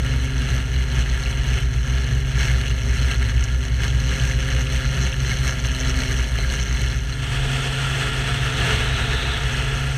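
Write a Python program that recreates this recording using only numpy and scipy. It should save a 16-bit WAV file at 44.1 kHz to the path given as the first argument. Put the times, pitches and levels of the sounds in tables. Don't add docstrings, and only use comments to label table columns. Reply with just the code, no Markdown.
import sys
import numpy as np
from scipy import signal
from scipy.fft import rfft, irfft
from scipy.io import wavfile

SR = 44100
rng = np.random.default_rng(int(sys.argv[2]) if len(sys.argv) > 2 else 0)


def output_pcm(signal):
    pcm = np.clip(np.atleast_2d(signal).T, -1, 1) * 32767
    wavfile.write(sys.argv[1], SR, np.round(pcm).astype(np.int16))


N = 439677

# (time [s], rate [Hz])
FIRING_RATE = [(0, 132.4), (0.6, 130.9), (3, 131.9), (5.3, 131.3), (5.78, 128.4), (6.6, 132.9), (8, 132.9),
               (9.1, 131.5), (9.9, 134.3)]
# (time [s], level [dB])
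DRONE_LEVEL = [(0, -26.5), (0.75, -31.5), (1.4, -29.5), (2.4, -27), (3.5, -36), (4.15, -28), (6.3, -33),
               (7.1, -35.5), (7.33, -24), (8.8, -27.5), (9.4, -32), (9.9, -23)]
# (multiple of the firing rate [1], rough level [dB], smooth level [dB])
OVERTONES = [(2, -47, -44), (3, -44.5, -62), (4, -54, -56), (5, -57.5, -52.5), (7, -58, -61)]
# (time [s], half length [s], multiple of the firing rate [1], change [dB])
OVERTONE_SWELLS = [(0.3, 0.41, 2, 8.5), (2.5, 0.65, 3, 1.5), (3.7, .5, 3, -3.5), (4.403, 0.44, 2, 6),
                   (4.65, 0.51, 4, 11), (5.805, .6, 5, 9), (5.928, 0.29, 2, 12), (9.9, 0.37, 2, -12)]
# (multiple of the two-turn cycle, rounded [1], rough level [dB], smooth level [dB])
CYCLE_TONES = [(1, -65, -55), (2, -32, -34), (4, -42.5, -48), (5, -32, -34.5), (7, -43.5, -50),
               (8, -47.5, -65), (11, -51.5, -44), (14, -60, -52), (17, -70, -70), (20, -65, -53),
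               (21, -55.5, -80), (28, -58, -79), (32, -68, -48), (36, -63.5, -64), (50, -62.5, -73),
               (63.5, -52, -58.5)]
CYLINDER_STRENGTH = [1, 0.48, 0.3, -0.3, 0.59, -1.7]
# (time [s], relative level [dB])
AIR_FORCE = [(0, -34), (0.85, -36), (1.58, -31), (1.68, -37.5), (2.3, -34.5), (3.3, -35), (3.54, -37),
             (3.9, -32.5), (5.0, -33.5), (5.55, -35.5), (5.9, -30.5), (6.94, -33.5), (7.0, -39),
             (7.42, -30), (8.45, -28.5), (9.35, -29), (9.97, -32)]
# (time [s], half length [s], rise [dB])
STRONG_GUSTS = [(0.54, 0.12, 5.5), (0.972, 0.061, 7), (1.982, 0.082, 5.5), (2.436, 0.085, 7),
                (3.037, 0.13, 6), (3.855, 0.035, 4.5), (4.206, .11, 4.5), (4.756, 0.052, 5.5), (5, 0.11, 5),
                (5.322, 0.066, 5.5), (5.47, 0.037, 8), (5.656, 0.017, 6), (6.037, 0.023, 2),
                (6.54, 0.065, 3.5), (8.71, 0.11, 4)]
# (frequency [Hz], width [Hz], relative level [dB])
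WING_MODES = [(29, 23, -4), (55, 23, 3), (76, 14, 5), (115.5, 18, 1), (138, 47, -3), (176.5, 58, -7.5),
              (238.2, 35, -5)]
# (time [s], relative level [dB])
SWING_STRENGTH = [(0, -15.5), (1.5, -15.5), (3.4, -14), (4.9, -16), (5.4, -18), (6.9, -15.5), (7.4, -27),
                  (9.3, -19.5), (9.97, -23)]
# (multiple of its phase [1], level against the swing [dB])
SWING_OVERTONES = [(2, -11.5), (3, -27.5), (4, -26.5)]
# (frequency [Hz], width [Hz], level under blasts [dB], level under smooth air [dB])
SHELL_MODES = [(377, 94, -7, -1), (432, 51, -13.5, 5), (526, 70, -8, -2), (694, 180, -13, -2),
               (838, 59, -19.5, -3.5), (928, 138, -14.5, -3.5), (1190, 220, -14, -4.5),
               (1386, 233, -8, 4.5), (1617, 45, -1, -1), (1711, 222, -3, 5), (1970, 370, -7, -1.5),
               (2177, 200, -5.5, -1), (2642, 550, -10, 1), (2875, 190, -4.5, 0.5), (3060, 220, -7, -1),
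               (3356, 290, -11.5, 1), (3724, 230, -18, -14.5), (4100, 185, -7, -8), (4270, 570, -13.5, -11),
               (4470, 3600, -46, -15.5), (5536, 350, -13, -12.5), (6170, 610, -9.5, -19.5),
               (6870, 1800, -26, -18), (8205, 840, -22.5, -11.5), (9300, 1530, -29, -25),
               (11240, 2400, -32, -30), (13230, 1320, -37.5, -45), (14700, 1480, -39, -54)]
# (lowest [Hz], highest [Hz], steady hiss between bursts [0-1], spread of grain level [dB])
SHELL_ZONES = [(200, 1100, 1, 2), (1100, 2400, 0.5, 1.5), (2400, 3700, 0.17, 2.5), (3700, 5200, 0.2, 3),
               (5200, 7500, 0.16, 3), (7500, 16000, 0.15, 1.7)]
# (time [s], relative level [dB])
RASP_TREBLE_LEVEL = [(0, -8.5), (4, -6.5), (6.9, -5), (9.97, -1)]
# (time [s], relative level [dB])
RUSH_TREBLE_LEVEL = [(7.2, -8), (7.9, -8.5), (9.2, -12.5), (9.97, -9.5)]
# (time [s], centre [Hz], rms level [dB])
STRUT_HISS = [(7.0, 3130, -64), (7.3, 3206, -39.5), (8.2, 3310, -40.5), (8.7, 3700, -39.5),
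              (9.3, 3770, -34), (9.52, 3340, -45), (9.97, 2690, -61)]
# (time [s], noise level before the envelope [dB], centre [Hz])
AIR_SLAPS = [(1.258, -25, 2600), (3.438, -25.5, 5930), (4.666, -20.5, 2940), (5.125, -23.5, 2900),
             (5.313, -18.5, 2000)]

TUMBLE_SHARE, DIVE_SHARE, DIVE_S, DIVE_ONSET_S = 0.13, 0.92, 7.0, 0.28
EASE_S, EASE_PER_S = 9.67, 0.27
EDDIES_PER_S, EDDY_ROUGH_DB, EDDY_SMOOTH_DB = 17, 1.83, 0.94
SHUDDER_HZ, SHUDDER_WANDER_HZ = 59.58, 2.1
BUFFET_ROUGH_DB, BUFFET_SMOOTH_DB = 1, -3.5
BURST_RISE, BURST_FALL = 0.19, 0.46
SLAP_RISE_S, SLAP_DECAY_S = 0.0008, 0.006
TREBLE_HZ = 3800
CEILING, TOP_HZ = 0.7, 15350


def undb(db):
    return 10 ** (np.asarray(db) / 20)


def unit(x):
    return x / np.sqrt(np.mean(x ** 2))


def curves(table):
    s, *columns = np.transpose(table)
    return [np.interp(np.arange(N) / SR, s, column) for column in columns]


def walk(rate):
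    values = rng.standard_normal(4096)
    position = np.arange(N) / SR * rate
    i = position.astype(int)
    ease = (1 - np.cos(np.pi * (position - i))) / 2
    return values[i % len(values)] * (1 - ease) + values[(i + 1) % len(values)] * ease


def blend(rough, smooth, airflow):
    return rough + (smooth - rough) * airflow


def swell(s, half_length):
    return np.exp(-((np.arange(N) / SR - s) / half_length) ** 2)


def resonate(x, hz, width, db):
    size = 2 ** 14
    f = np.maximum(np.fft.rfftfreq(size, 1 / SR), 1)
    power = 0
    for h, w, d in zip(hz, width, db):
        detuning = (f / h - h / f) * h / w
        power = power + undb(d) ** 2 / (1 + detuning ** 2) ** 2
    cepstrum = irfft(np.log(power + 1e-12) / 2)
    cepstrum[1:size // 2] *= 2
    cepstrum[size // 2 + 1:] = 0
    impulse = irfft(np.exp(rfft(cepstrum)))
    return signal.oaconvolve(x, impulse)[:N]


def brighten(x, treble_db, body_db):
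    body = signal.sosfiltfilt(signal.butter(4, TREBLE_HZ, fs=SR, output="sos"), x)
    treble = x - body
    return undb(body_db) * unit(body) + undb(treble_db) * unit(treble)


def smooth_share():
    t = np.arange(N) / SR
    dive = np.clip((t - DIVE_S) / DIVE_ONSET_S, 0, 1)
    ease = EASE_PER_S * np.maximum(t - EASE_S, 0)
    return np.clip(blend(TUMBLE_SHARE, DIVE_SHARE, dive) - ease, 0, 1)


def gusts(airflow):
    spread_db = blend(EDDY_ROUGH_DB, EDDY_SMOOTH_DB, airflow)
    eddies_db = spread_db * 2 * np.tanh(walk(EDDIES_PER_S) / 2)
    return eddies_db + sum(db * swell(s, length) for s, length, db in STRONG_GUSTS)


def slipstream(hiss_db=-63.5, hz=10500, width_hz=5200):
    return undb(hiss_db) * unit(resonate(rng.standard_normal(N), [hz], [width_hz], [0]))


def slaps():
    out = 0
    for s, db, hz in AIR_SLAPS:
        age = np.maximum(np.arange(N) / SR - s, 0)
        noise = unit(resonate(rng.standard_normal(N), [hz], [hz / 4], [0]))
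        envelope = (1 - np.exp(-(age / SLAP_RISE_S) ** 2)) * np.exp(-age / SLAP_DECAY_S)
        out = out + undb(db) * noise * envelope
    return out


def struts(half_width_hz=330):
    hz, db = curves(STRUT_HISS)
    lowpass = signal.butter(3, half_width_hz, fs=SR, output="sos")
    eddies = signal.sosfilt(lowpass, rng.standard_normal((2, N)))
    angle = 2 * np.pi * np.cumsum(hz) / SR
    return undb(db) * unit(eddies[0] * np.cos(angle) + eddies[1] * np.sin(angle))


def rush(cycle, flutter_db=1.0, chop=0.08):
    propeller = 1 + chop * np.sin(2 * np.pi * len(CYLINDER_STRENGTH) * cycle)
    pressure = undb(flutter_db * walk(70)) * propeller
    hz, width, _, db = np.transpose(SHELL_MODES)
    return resonate(rng.standard_normal(N) * pressure, hz, width, db)


def rasp(cycle, scatter_db=1.85, own_scatter_db=1.4, flutter_db=1.14, grain=32):
    firing = cycle * len(CYLINDER_STRENGTH)
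    index, phase = firing.astype(int), firing % 1
    count = index[-1] + 1
    strength_db = np.take(CYLINDER_STRENGTH, index % len(CYLINDER_STRENGTH))
    size_db = strength_db + scatter_db * rng.standard_normal(count)[index]
    burst = unit((1 - np.exp(-(phase / BURST_RISE) ** 2)) * np.exp(-phase / BURST_FALL))
    hz, width, db, _ = np.transpose(SHELL_MODES)
    out = 0
    for low_hz, high_hz, between, grain_db in SHELL_ZONES:
        grain_gain = undb(grain_db * rng.standard_normal(N // grain + 1))
        grit = rng.standard_normal(N) * np.repeat(grain_gain, grain)[:N]
        size = undb(size_db + own_scatter_db * rng.standard_normal(count)[index])
        drive = unit(grit * (between + burst * size) * undb(flutter_db * walk(40)))
        zone = (hz >= low_hz) & (hz < high_hz)
        out = out + resonate(drive, hz[zone], width[zone], db[zone])
    return out


def wing(cycle, airflow, force_db, shudder_db=-4.0, bank_db=-9.5, waver_db=1.15):
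    bank = np.exp(1j * np.pi * len(CYLINDER_STRENGTH) * cycle)
    shudder_hz = SHUDDER_HZ + SHUDDER_WANDER_HZ * walk(14)
    shudder = np.exp(2j * np.pi * np.cumsum(shudder_hz) / SR)
    strength = undb(curves(SWING_STRENGTH)[0] + waver_db * walk(32))
    swing = strength * (undb(shudder_db) * shudder + undb(bank_db) * bank)
    angle = np.angle(swing)
    overtones = sum(undb(db) * np.cos(round(k) * angle) for k, db in SWING_OVERTONES)
    throb = -np.abs(swing) * (np.cos(angle) + overtones)
    rumble = unit(resonate(rng.standard_normal(N), *np.transpose(WING_MODES)))
    buffet_db = force_db + blend(BUFFET_ROUGH_DB, BUFFET_SMOOTH_DB, airflow)
    return throb + undb(buffet_db) * rumble


def engine(cycle, airflow, waver_db=3.5, wobble_rad=0.36, drone_waver_db=2.5,
           overtone_waver_db=1.0, overtone_wobble_rad=0.083, smooth_wobble_rad=1.0):
    firing = 2 * np.pi * len(CYLINDER_STRENGTH) * cycle
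    drone_db = curves(DRONE_LEVEL)[0] + drone_waver_db * (1 - airflow / 2) * walk(9)
    out = undb(drone_db) * np.sin(firing + 0.11 * walk(27))
    overtone_wobble = blend(overtone_wobble_rad, smooth_wobble_rad, airflow)
    for k, rough_db, smooth_db in OVERTONES:
        swell_db = sum(change * swell(s, length) for s, length, which, change in OVERTONE_SWELLS
                       if round(which) == round(k))
        db = blend(rough_db, smooth_db, airflow) + swell_db + overtone_waver_db * walk(12)
        out = out + undb(db) * np.sin(round(k) * firing + overtone_wobble * walk(22))
    wobble = blend(wobble_rad, smooth_wobble_rad, airflow)
    for multiple, rough_db, smooth_db in CYCLE_TONES:
        db = blend(rough_db, smooth_db, airflow) + waver_db * walk(7)
        angle = 2 * np.pi * (round(multiple) * cycle + rng.random())
        out = out + undb(db) * np.sin(angle + wobble * walk(25))
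    return np.sqrt(2) * out


def scene():
    firing_hz = curves(FIRING_RATE)[0] + 0.087 * walk(12)
    cycle = np.cumsum(firing_hz) / SR / len(CYLINDER_STRENGTH)
    airflow = smooth_share()
    force_db = curves(AIR_FORCE)[0] + gusts(airflow)
    pulsed = brighten(rasp(cycle), curves(RASP_TREBLE_LEVEL)[0], body_db=-0.53)
    smooth = brighten(rush(cycle), curves(RUSH_TREBLE_LEVEL)[0], body_db=1.85)
    air = undb(force_db) * (np.sqrt(1 - airflow) * pulsed + np.sqrt(airflow) * smooth)
    background = slipstream() + slaps() + struts()
    return (background + air + wing(cycle, airflow, force_db) + engine(cycle, airflow))[None]


def record(dry):
    rounded = CEILING * np.tanh(dry / CEILING)
    return signal.sosfilt(signal.ellip(10, 0.2, 80, TOP_HZ, fs=SR, output="sos"), rounded)


dry = scene()
out = record(dry)
output_pcm(out)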